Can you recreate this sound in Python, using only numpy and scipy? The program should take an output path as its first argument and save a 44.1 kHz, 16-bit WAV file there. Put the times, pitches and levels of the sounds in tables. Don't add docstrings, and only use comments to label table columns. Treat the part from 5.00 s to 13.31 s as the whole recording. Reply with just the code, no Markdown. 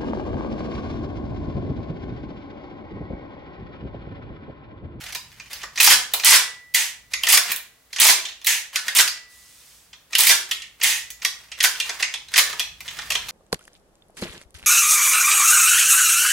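import sys
import numpy as np
from scipy import signal
from scipy.fft import rfft, irfft, next_fast_len
from scipy.io import wavfile
from scipy.ndimage import uniform_filter1d, minimum_filter1d

SR = 44100
rng = np.random.default_rng(int(sys.argv[2]) if len(sys.argv) > 2 else 0)


def store_wav(level_fs):
    pcm = np.round(np.clip(np.atleast_2d(level_fs), -1, 1) * 32767)
    wavfile.write(sys.argv[1], SR, pcm.T.astype(np.int16))


N = 366471


def amp(db):
    return 10 ** (np.asarray(db) / 20)

def unit(x):
    return x / np.sqrt(np.mean(x ** 2) + 1e-20)

def along(points, hz):
    f, v = np.transpose(points)
    return np.interp(np.log(hz + 1), np.log(f + 1), v)

def clock(seconds):
    return np.arange(int(seconds * SR)) / SR

def add(track, s, x):
    start = max(round(s * SR), 0)
    part = x[:max(N - start, 0)]
    track[start:start + len(part)] += part

def filtered(x, response):
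    n = x.shape[-1]
    m = next_fast_len(n + SR // 4)
    return irfft(rfft(x, m) * response(np.fft.rfftfreq(m, 1 / SR)), m)[..., :n]

def band(x, lo_hz, hi_hz, order=2):
    sections = signal.butter(order, [lo_hz, min(hi_hz, .49 * SR)], "band", fs=SR, output="sos")
    return signal.sosfilt(sections, x)

def coloured(x, spectrum):
    return unit(filtered(x, lambda hz: amp(along(spectrum, hz))))

def grit(n, rate_hz, depth_db):
    knots = rng.standard_normal(n)
    level_db = depth_db * np.interp(np.arange(n) * rate_hz / SR, np.arange(n), knots)
    return unit(rng.standard_normal(n) * amp(level_db))

def gates(rows, rise_s, fall_s):
    track = np.zeros(N)
    for start, end, db in rows:
        t = clock(end - start)
        add(track, start, amp(db) * np.clip(t / rise_s, 0, 1) * np.clip((end - start - t) / fall_s, 0, 1))
    return track


# start t/s, end t/s, relative level/dB
GRIPS = [(0, 0.111, -37.5), (0.201, 0.501, -54.5), (0.495, 0.664, -41), (2.428, 2.552, -31),
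         (3.198, 3.316, -45), (3.726, 3.954, -41), (6.28, 6.486, -51), (6.69, 7.045, -40),
         (7.439, 7.56, -34.5), (7.845, 8.09, -41.5), (8.1, 8.31, -41.5)]
REACH = (4.28, 4.94, -50)
# f/Hz, relative level/dB
SKIN_SPECTRUM = [(88, -63), (150, -25.5), (612, -13.5), (1020, -9.5), (1170, -8.5), (1830, -3.5),
                 (3350, -7), (4240, -8), (12200, -15.5), (16000, -19.5)]
CLOTH_SPECTRUM = [(240, -53), (400, -31), (753, -31.5), (1010, -14), (3640, -6), (5190, -4.5), (8110, -4.5),
                  (16000, -13)]
def handling(press_s=0.032, press_db=-32):
    presses = [(s - press_s, s, db + press_db) for s, db, *_ in SINGLE_CLACKS]
    pressure = gates(GRIPS, rise_s=0.0069, fall_s=0.023) + gates(presses, rise_s=0.012, fall_s=0.0022)
    palms = pressure * coloured(grit(N, rate_hz=290, depth_db=5), SKIN_SPECTRUM)
    sleeve = gates([REACH], rise_s=0.029, fall_s=0.22) * coloured(rng.standard_normal(N), CLOTH_SPECTRUM)
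    return amp(-3.5) * (palms + sleeve)

# f/Hz, left-right correlation
COHERENCE = [(100, 0.86), (600, 0.6), (1400, 0.6), (3000, 0.28), (9000, 0.044)]
def diffuse(pair):
    def weights(hz):
        angle = np.arccos(np.clip(along(COHERENCE, hz), -1, 1)) / 2
        return np.array([np.cos(angle), np.sin(angle)])
    mid, side = filtered(pair, weights)
    return np.array([mid + side, mid - side])

# f/Hz, relative level/dB
HISS_SPECTRUM = [(15, -47.5), (25, -16), (173, -14), (274, -10.5), (359, -13), (389, -14), (445, -11),
                 (15500, -18.5)]
# t/s, relative level/dB
LOW_DRIFT = [(0.0, -54), (1.78, -68), (2.2, -61.5), (2.61, -72), (7.1, -63.5), (8.31, -51)]
def background():
    hiss = amp(-58.5) * diffuse(coloured(rng.standard_normal((2, N)), HISS_SPECTRUM))
    rumble = unit(diffuse(band(rng.standard_normal((2, N)), 39, 160)))
    hum = unit(band(rng.standard_normal(N), 52.8, 61))
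    drift = amp(np.interp(np.arange(N) / SR, *np.transpose(LOW_DRIFT)))
    return hiss + drift * (amp(-1.5) * rumble + amp(-2.5) * hum)

def scatter(start, end, rate_hz, db, knock_db, treble_db, ring_hz, spread_db=3.5, spread_octaves=0.37):
    chance = rng.standard_normal((32, 3))
    gaps = np.exp(0.5 * chance[:, 0]) / rate_hz
    times = start + np.cumsum(gaps) - gaps
    levels = db + spread_db * chance[:, 1]
    rings = ring_hz * 2 ** (spread_octaves * np.clip(chance[:, 2], -2, 2))
    return [(s, level, knock_db, treble_db, hz) for s, level, hz in zip(times, levels, rings) if s < end]

def taps(rate_hz=16):
    rows = []
    for start, end, db in GRIPS:
        first = start + 1 / rate_hz
        rows += scatter(first, end, rate_hz, db + 10.5, knock_db=-18.5, treble_db=-21.5, ring_hz=2600)
    return rows

# f/Hz, bandwidth/Hz, relative level/dB
SHELL_MODES = [(356.5, 100, -18), (790, 234, -9), (1017, 127, -3), (1293, 54, -1.5), (1560, 228, 0.5),
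               (1858, 195, 8), (2260, 160, -15), (2340, 53, 2), (3320, 330, -5), (4423, 160, 13)]
def shell_response(hz):
    return sum((-1) ** k * amp(db) * 1j * hz * width / (centre ** 2 - hz ** 2 + 1j * hz * width)
               for k, (centre, width, db) in enumerate(SHELL_MODES))

def strength(x):
    return x / np.sqrt(np.sum(x ** 2) / (.005 * SR))

# t/s, relative level/dB, knock weight/dB, treble weight/dB, ring f/Hz
SINGLE_CLACKS = [(0.124, -21.5, -20, -13, 2160), (0.148, -17, -15, -10, 4320), (0.398, -27, -15, -29, 2725),
                 (0.53, -23.5, -28, -6.5, 4900), (0.632, -22, -8, -38, 1770),
                 (0.757, -23.5, -21, -16, 4210), (0.775, -11.5, -25, -27, 2400),
                 (0.799, 0.5, -22, -21, 2670), (0.842, -9.5, -30, 2, 4760), (0.871, 1.5, -11.5, -10, 5000),
                 (1.136, -9, -14.5, -3, 3700), (1.196, -15.5, -20, -34, 2620),
                 (1.234, -13, -12.5, -22, 4220), (1.269, -5, -28, -11, 2140),
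                 (1.322, -3.5, -11, -12.5, 2150), (2.135, -8, -25.5, -18, 2510),
                 (2.233, -10, -20.5, -11.5, 3150), (2.268, -7, -19.5, -16, 1860),
                 (2.372, 0, -18.5, -11, 2050), (2.516, -11.5, -24, -3.5, 1874), (2.56, -23, -22, 1, 3520),
                 (2.929, -20.5, -24, -16, 4320), (2.961, -14.5, -24, -18.5, 1920),
                 (2.985, -14.5, -18, -18, 3200), (3.053, -5.5, -12, -15, 1990),
                 (3.252, -17.5, -38, -26, 3256), (3.286, -24.5, -33, -33, 4070),
                 (3.318, -31.5, -38, -44, 3180), (3.414, -34, -18, -16, 3420), (3.444, -22, -24, -4, 3900),
                 (3.758, -5.5, -27, -14.5, 1950), (3.881, -10, -24.5, -15.5, 1730),
                 (4.076, -10.5, -26, -13.5, 4440), (4.172, -30, -25, -34, 2000),
                 (4.93, -31, -16.5, -30, 3230), (5.13, -15, -23, -28, 2626), (5.15, -3.5, -26.5, -14, 2960),
                 (5.268, -2, -36, -5.5, 2330), (5.511, -9.5, -22.5, -14, 3290),
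                 (5.619, -22.5, -40, -18.5, 2830), (5.813, -14, -19, -26, 2860),
                 (6.103, -24, -37, -6.5, 5830), (6.217, -22, -35, -29, 2400),
                 (6.248, -3.5, -27, -15.5, 2110), (6.516, -22, -21.5, -20.5, 2960),
                 (6.603, -5, -34, -18.5, 1860), (6.8, -9, -28, -16, 3230), (6.892, -12.5, -14, -18.5, 1940),
                 (6.998, -18, -14, -18, 1830), (7.025, -5, -23, -23, 2630), (7.139, -15, -20, -18, 3270),
                 (7.283, -31.5, -22, -16, 3700), (7.338, -8, -24, -18, 1860), (7.358, -3, -21, -20, 1910),
                 (7.529, -25, -5.5, -19, 1873), (7.595, -8.5, -21.5, -13.5, 3307),
                 (7.804, -25, -18, -11, 2560), (7.879, -20, -21, -23, 3296),
                 (7.987, -18.5, -15.5, -21, 1440), (8.102, -10.5, -17, -13.5, 2850),
                 (8.119, -12, -31, -15.5, 2760), (8.151, -10.5, -16, -17.5, 3380),
                 (8.288, -20.5, -17, -10.5, 4170)]
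def clacks(impacts, chatter_s=0.0033, relative_width=0.14, crack_t60=0.016, rattle_t60=0.092):
    track, t = np.zeros(N), clock(.12)
    chatter = amp(-60 * np.maximum(t - chatter_s, 0) / crack_t60)
    rattle = amp(-13 - 60 * t / rattle_t60)
    contact = (chatter + rattle) * (1 - np.exp(-t / 0.00058))
    edge_ratio = 1 + relative_width / 2
    for s, db, knock_db, treble_db, ring_hz in impacts:
        force = grit(len(t), rate_hz=1500, depth_db=5) * contact
        shell = filtered(force, shell_response)
        knock = strength(band(shell, 320, 1297, order=4))
        upper_modes = strength(band(shell, 1300, 7400))
        crack = strength(band(force, 2240, 6790, order=3))
        top_hz = np.interp(treble_db, [-20, -6], [10500, 17000])
        treble = strength(band(force, 8680, top_hz))
        ring = strength(band(force, ring_hz / edge_ratio, ring_hz * edge_ratio))
        middle = amp(-10) * crack + amp(-16.5) * upper_modes + amp(-13) * ring
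        add(track, s, amp(db) * (middle + amp(knock_db - 4) * knock + amp(treble_db - 3.5) * treble))
    return track

# start t/s, slam t/s, then relative level/dB of scrape, slam, spring and thud
PUMP_STROKES = [(0.803, 0.902, -21, 6, -54, -31.5), (1.245, 1.332, -18.5, 6, -29.5, -34),
                (2.285, 2.328, -20.5, -3.5, -43, -44), (2.999, 3.081, -19.5, 6.5, -51, -42),
                (3.949, 3.985, -22.5, 2.5, -34, -41.5), (5.182, 5.292, -22.5, 5.5, -49, -46),
                (6.627, 6.638, -27.5, -0.5, -56, -47), (7.367, 7.378, -26.5, 3, -56, -49)]
# f/Hz, relative level/dB
RAIL_SPECTRUM = [(35, -63.5), (60, -35.5), (167, -35), (368, -21), (533, -26), (773, -18), (910, -9.5),
                 (1020, -13), (1670, -10.5), (1960, -3.5), (4120, -5), (8870, -3), (13800, -14),
                 (15500, -25)]
def slide(run_on_s=0.04):
    runs = [(start, slam + run_on_s, db) for start, slam, db, *_ in PUMP_STROKES]
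    scrape = amp(4.5) * coloured(grit(N, rate_hz=450, depth_db=4.5), RAIL_SPECTRUM)
    return gates(runs, rise_s=0.0031, fall_s=0.01) * scrape

def bolt(rattle_per_s=40, rebound_s=0.009, rebound_db=-3.5):
    slam_colour = (-21, -11.5, 2015)  # knock/dB, treble/dB, f/Hz
    rows = []
    for start, slam, scrape_db, slam_db, _, _ in PUMP_STROKES:
        rows += scatter(start, slam, rattle_per_s, scrape_db + 7.5,
                        knock_db=-29.5, treble_db=0.5, ring_hz=3800)
        rows += [(slam, slam_db, *slam_colour), (slam + rebound_s, slam_db + rebound_db, *slam_colour)]
    return rows

def thuds(t60=0.063):
    push, t = np.zeros(N), clock(.2)
    for _, slam, *_, db in PUMP_STROKES:
        add(push, slam, amp(db - 60 * t / t60) * (1 - np.exp(-t / 0.0017)))
    return push * unit(band(rng.standard_normal(N), 39, 330))

def spring(ring_hz=1968, t60=1.1):
    track, t = np.zeros(N), clock(1.8)
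    slams = [(slam, db) for _, slam, _, _, db, _ in PUMP_STROKES]
    pulls = [(s, db) for s, _, _, db in TRIGGER_PULLS]
    for s, db in slams + pulls:
        add(track, s, amp(db - 60 * t / t60) * np.sin(2 * np.pi * ring_hz * t))
    return track

def trigger(lead_s=0.006):
    sear, hammer = (-18.5, -39, -4, 4480), (-5, -39, -6.5, 2230)  # level/dB, knock/dB, treble/dB, f/Hz
    return [row for s, *_ in TRIGGER_PULLS for row in [(s - lead_s, *sear), (s, *hammer)]]

# t/s, relative gas level/dB, time for the flow to fall to 1/e t/s, relative spring level/dB
TRIGGER_PULLS = [(1.745, -23, 0.1, -44), (3.468, -22, 0.094, -52), (5.833, -21, .11, -37)]
# f/Hz, relative level/dB
JET_SPECTRUM = [(88, -88), (150, -57), (240, -32.5), (315, -32.5), (702, -22.5), (888, -14), (1120, -19),
                (1450, -15), (1870, -1.5), (2270, -4.5), (2600, -3), (4670, -8.5), (6390, -5),
                (12900, -13.5), (16000, -21)]
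def gas():
    flow, t = np.zeros(N), clock(.4)
    for s, db, life_s, _ in TRIGGER_PULLS:
        add(flow, s, amp(db) * (1 - np.exp(-t / 0.0013)) * np.exp(-(t / life_s) ** 2))
    barrel = unit(band(rng.standard_normal(N), 1780, 2000))
    jet = coloured(rng.standard_normal(N), JET_SPECTRUM)
    return flow * (amp(2.5) * jet + amp(-17.5) * barrel)

# f/Hz, T60/s
ROOM_T60 = [(150, 0.5), (530, 0.44), (1400, 0.39), (3700, 0.37), (8000, 0.33), (13000, 0.25)]
def room_response(early_db=3, early_t60=0.024, delay_s=0.002):
    hz, t, noise = signal.stft(rng.standard_normal((2, int(.6 * SR))), SR, nperseg=256)
    decay = amp(-60 * t / along(ROOM_T60, hz)[:, None]) + amp(early_db - 60 * t / early_t60)
    tail = diffuse(signal.istft(noise * decay, SR, nperseg=256)[1])
    return np.pad(tail / np.linalg.norm(tail[0]), ((0, 0), (int(delay_s * SR), 0)))

def room(x, places=4, moves_per_s=45):
    place = np.arange(N) / SR * moves_per_s
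    wet = np.zeros((2, N))
    for k in range(places):
        share = np.sin(np.pi / 2 * np.minimum((place + k) % places, 2))
        wet += signal.oaconvolve((x * share)[None], room_response(), axes=1)[:, :N]
    return wet

def scene(right_db=0.66, room_db=0.5):
    ambient = background()
    noises = handling() + slide() + thuds() + gas()
    impacts = taps() + SINGLE_CLACKS + bolt() + trigger()
    direct = noises + clacks(impacts)
    far_side = noises + clacks(impacts, chatter_s=0.0059, relative_width=0.36)
    gun = amp(-0.5) * (direct + amp(room_db) * room(far_side)) + spring()
    return gun * amp([[-right_db], [right_db]]) + ambient

def record(dry, top_hz=15950):
    needed = 1 / np.maximum(np.abs(dry).max(axis=0), 1)
    gain = uniform_filter1d(minimum_filter1d(needed, size=89), size=89)
    return filtered(dry * gain, lambda hz: 1 / np.sqrt(1 + (hz / top_hz) ** 240))


dry = scene()
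out = record(dry)
store_wav(out)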